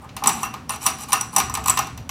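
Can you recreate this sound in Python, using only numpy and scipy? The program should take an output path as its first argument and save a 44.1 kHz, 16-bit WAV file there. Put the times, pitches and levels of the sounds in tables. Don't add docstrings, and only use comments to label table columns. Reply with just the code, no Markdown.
import sys
import numpy as np
from scipy import signal
from scipy.fft import rfft, irfft
from scipy.io import wavfile

SR = 44100
rng = np.random.default_rng(int(sys.argv[2]) if len(sys.argv) > 2 else 0)


def store_pcm(level_fs):
    pcm = np.round(np.clip(level_fs, -1, 1) * 32767).astype(np.int16)
    wavfile.write(sys.argv[1], SR, np.atleast_2d(pcm).T)


N = 92610
T = np.arange(N) / SR
CLONK_RISE_S, CRACK_RISE_S, SLOW_RISE_S = 0.00064, 0.0002, 0.015
# start/s, length/s, pipework level/dB, bright rasp level/dB
STROKES = [(.005, 0.055, -38, -50.5), (0.317, 0.15, -36, -33), (0.687, 0.08, -36, -29.5),
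           (0.802, 0.11, -39, -27), (0.977, 0.073, -39.5, -31.5), (1.076, 0.072, -35.5, -32),
           (1.32, 0.046, -36.5, -35), (1.37, 0.038, -26.5, -19), (1.61, 0.081, -41, -51.5),
           (1.667, .03, -29.5, -17)]


def pipe(spot_count=3):
    # t/s, then level/dB of low clonk, high clonk, crack and each of three wall notes
    hits = [(.091,-70,-67,-44.5,-83,-82,-84), (.166,-38,-34,-33.5,-45,-52,-37.5),
            (.222,-28.5,-28.5,-60,-67,-68,-57), (.238,-24,-27,-27,-32,-36,-33),
            (.259,-58,-21.5,-27.5,-42,-47,-34), (.272,-52,-17,-33,-24.5,-10,-15.5),
            (.2765,-21.5,-32,-27.5,-20,-45,-39), (.291,-29.5,-26,-25,-50,-44,-25),
            (.431,-34.5,-20.5,-35,-30.5,-43,-29.5), (.539,-36.5,-29,-37,-59,-46,-64),
            (.694,-36,-28,-31.5,-32.5,-38,-30), (.705,-41,-25.5,-52,-53,-47,-27),
            (.858,-35,-22.5,-46,-40,-27,-42), (.864,-26.5,-22,-22,-18.5,-26,-16),
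            (.872,-29,-23,-31.5,-36.5,-34.5,-39), (1.121,-59,-26,-25.5,-30,-55,-42),
            (1.130,-27.5,-15.5,-22,-19,-30,-14.5), (1.135,-30,-22,-30,-25,-29,-44),
            (1.210,-32.5,-31,-37.5,-24,-25,-26), (1.363,-22,-18.5,-24,-17,-14,-18.5),
            (1.382,-19,-24.5,-27.5,-25,-37,-23), (1.400,-33.5,-20,-24,-29,-35,-45),
            (1.497,-41,-28,-42.5,-33,-37,-49), (1.540,-51,-29,-35.5,-51,-26.5,-33),
            (1.551,-35.5,-28.5,-28,-32,-29,-32), (1.572,-29.5,-25.5,-39,-45,-49,-39),
            (1.640,-51,-57,-39.5,-44,-41.5,-47), (1.659,-31,-22.5,-33.5,-39,-26,-31),
            (1.682,-29,-19,-28.5,-28.5,-20,-35.5), (1.697,-40,-23.5,-30.5,-39,-12.5,-17.5),
            (1.701,-51,-23,-31.5,-26.5,-18.5,-27), (1.773,-32,-20,-23,-32.5,-42,-32),
            (1.790,-23.5,-20.5,-26,-24,-30,-34.5), (1.870,-38.5,-37,-42,-50,-46,-52),
            (1.976,-46.5,-45.5,-42,-44,-63.5,-53.5), (2.092,-39.5,-36,-29.5,-36,-46.5,-50.5)]
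    # t/s, level/dB
    pings = [(.432, -29.5), (.70, -35.5), (.87, -36), (1.135, -27), (1.775, -30.5)]
    # f/Hz, level/dB, fade time/s
    wire_notes = [(2640, -6, .22), (2695, 0, .33), (2755, -2, .3), (2850, -4, .25)]
    spots = np.array([pipe_voices() for _ in range(spot_count)])
    forces = np.array([knocks(hits[k::spot_count]) for k in range(spot_count)])
    forces[0] += scrapes() / np.linalg.norm(spots[0], axis=1, keepdims=True)
    struck = sum(signal.fftconvolve(force, spot, axes=1).sum(axis=0)
                 for force, spot in zip(forces, spots))
    return (struck + signal.fftconvolve(impulses(pings), ring(wire_notes)))[:N]


def pipe_voices():
    # f/Hz, level/dB, fade time/s
    low_notes = [(381, -26.5, 0.49), (442, -23, 0.69), (656.4, -10, 0.31), (765.7, -8, 0.34),
                 (821, 1, 0.075), (904.5, -5, 0.15)]
    high_notes = [(1048, 9.5, 0.037), (1152, -34, 0.094), (1100, -20.5, 0.34), (1199, 3, 0.049),
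                  (1238.5, -3.5, 0.19), (1292, -14.5, 0.12), (1450, -16, 0.38), (1804, -17.5, 0.22)]
    tick_notes = [(12325, -15, .12), (14510, -7, .11)]
    # f/Hz, level/dB
    low_colour = [(180, -6), (400, -5), (540, -32.5), (780, 7.5), (930, -20.5), (1200, -14)]
    high_colour = [(800, -27), (1000, 4), (1250, 2), (1420, -6), (2400, -12)]
    crack_colour = [(1000, -1.5), (1750, -2.5), (2100, 0.5), (2720, 6.5), (3300, -5), (4050, -0.5),
                    (4500, -3), (5200, -4), (6800, -6), (12000, -41)]
    tick_colour = [(4500, -4), (7200, 8.5), (10300, 3.5), (11500, 8.5), (13500, 5), (16000, -12.5)]
    # f/Hz, quick fade time/s, lingering level/dB, lingering fade time/s
    wall_notes = [(5837.5, 0.05, -25, 0.61), (7752, 0.028, -38.5, 0.26), (9520, 0.028, -23.5, 0.15)]
    # level/dB in one list, fade time/s in the other
    echo_levels = [-7, -9.5, -8, -10, -13, -22, -12]
    echo_fades = [0.37, 0.39, 0.42, 0.3, 0.336, 0.5, 0.24]
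    direct, colours = [], [low_colour, high_colour, crack_colour]
    for notes, colour in (low_notes, low_colour), (high_notes, high_colour):
        clonk = ring(notes) + from_db(-15) * noise(colour) * fade(0.15)
        direct.append(clonk * rise(CLONK_RISE_S))
    direct.append(noise(crack_colour) * fade(0.084) * rise(CRACK_RISE_S))
    for hz, quick_s, linger_db, linger_s in wall_notes:
        band = [(hz + 260 * k, db) for k, db in ((-4, -30), (-1, -14), (0, 0), (1, -14), (4, -30))]
        twin = (hz + 110, linger_db - 4.5, linger_s)
        tone = ring([(hz, 0, quick_s), twin, (hz, linger_db, linger_s)])
        hiss = from_db(-11.5) * noise(band) * fade(quick_s)
        direct.append((tone + hiss) * rise(CRACK_RISE_S))
        colours.append(band)
    tick = noise(tick_colour) * fade(0.024) + ring(tick_notes)
    direct.append(tick * rise(CRACK_RISE_S))
    colours.append(tick_colour)
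    return [even_start(sound) + from_db(db) * noise(colour) * rise(SLOW_RISE_S) * fade(fade_s)
            for sound, colour, db, fade_s in zip(direct, colours, echo_levels, echo_fades)]


def knocks(hits):
    times, low, high, crack, *wall = np.transpose(hits)
    tick = (crack + np.max(wall, axis=0)) / 2 - 0.5
    return [impulses(zip(times, db)) for db in (low, high, crack, *wall, tick)]


def scrapes(slips_per_s=560, edge_s=0.012):
    rasp_shares = [-11.5, -14, -13, -11, -11.5]
    body, rasp = 0, 0
    for start, length, body_db, rasp_db in STROKES:
        stroke = np.clip(np.minimum(T - start, start + length - T) / edge_s, 0, 1)
        body += from_db(body_db) * stroke
        rasp += from_db(rasp_db) * stroke
    push = np.array([body / np.sqrt(2)] * 2 + [from_db(db) * rasp for db in rasp_shares])
    slipping = rng.random(N) < slips_per_s / SR
    slips = slipping * from_db(2 * rng.standard_normal(N)) * rng.standard_normal(push.shape)
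    return slips / slips.std() * push


def squeaks(per_s=580, most_per_stroke=64, low_hz=3730, high_hz=13000):
    out, t = np.zeros(N + SR), T[:SR // 10]
    shape = (fade(0.046) * rise(CLONK_RISE_S))[:len(t)]
    for start, length, _, rasp_db in STROKES:
        for when, pitch, size in rng.random((most_per_stroke, 3))[:int(length * per_s)]:
            hz = low_hz * (high_hz / low_hz) ** pitch
            at = int((start + when * length) * SR)
            out[at:at + len(t)] += size * from_db(rasp_db - 11.5) * shape * np.sin(2 * np.pi * hz * t)
    return out[:N]


def tank():
    # t/s, deep level/dB, boom level/dB
    rumble = [(0, -43, -48.5), (.3, -45, -44.5), (1.0, -44.5, -45.5), (1.38, -45, -43), (1.46, -36.5, -43),
              (2.1, -38.5, -43)]
    # f/Hz, level/dB
    deep_colour = [(30, -29.5), (48, -11), (75, -0.5), (100, -7.5), (122, 1), (170, -22.5)]
    boom_colour = [(110, -8), (155, 4.5), (270, 5), (330, -14.5), (440, -16)]
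    # t/s, level/dB
    bumps = [(.228, -30), (.865, -43.5), (1.385, -42.5)]
    # f/Hz, level/dB, fade time/s
    tank_notes = [(158.4, -1.5, 1), (217.5, -0.5, 1.0), (227.4, -3.5, 1.0), (239.4, 2, 0.82)]
    times, deep_db, boom_db = np.transpose(rumble)
    deep = from_db(np.interp(T, times, deep_db)) * noise(deep_colour)
    boom = from_db(np.interp(T, times, boom_db)) * noise(boom_colour)
    thump = (ring(tank_notes) + from_db(1.5) * noise(boom_colour) * fade(0.3)) * rise(SLOW_RISE_S)
    return deep + boom + signal.fftconvolve(impulses(bumps), thump)[:N]


def room_air():
    return from_db(-48) * noise([(100, 1), (400, -2.5), (1000, -5.5), (2000, -13.5), (16000, -35.5)])


def ring(notes):
    out = np.zeros(N)
    for k, (hz, db, fade_s) in enumerate(notes):
        strength = from_db(db + rng.uniform(-6.75, 2.25))
        out += (-1) ** k * strength * np.sin(2 * np.pi * hz * T) * fade(fade_s)
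    return out


def noise(colour):
    hz, db = np.transpose(colour)
    f = np.maximum(np.arange(N // 2 + 1) * SR / N, 1)
    gain = from_db(np.interp(np.log(f), np.log(hz), db))
    ends = np.minimum(f / hz[0], 1) ** 2 * np.minimum(hz[-1] / f, 1) ** 2
    x = irfft(rfft(rng.standard_normal(N)) * gain * ends, N)
    return x / x.std()


def impulses(rows):
    force = np.zeros(N)
    for time, db in rows:
        force[int(time * SR)] += from_db(db)
    return force


def even_start(x):
    return x / np.sqrt(np.mean(x[:int(.008 * SR)] ** 2))


def rise(rise_s):
    return 1 - np.exp(-(T / rise_s) ** 2)


def fade(fade_s):
    return from_db(-60 * T / fade_s)


def from_db(db):
    return 10 ** (np.asarray(db) / 20)


def scene():
    return (pipe() + tank() + room_air() + squeaks())[None]


def record(dry, cutoff_hz=16200):
    limited = dry / (1 + dry ** 4) ** .25
    return signal.sosfilt(signal.ellip(10, .2, 90, cutoff_hz, fs=SR, output="sos"), limited)


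dry = scene()
out = record(dry)
store_pcm(out)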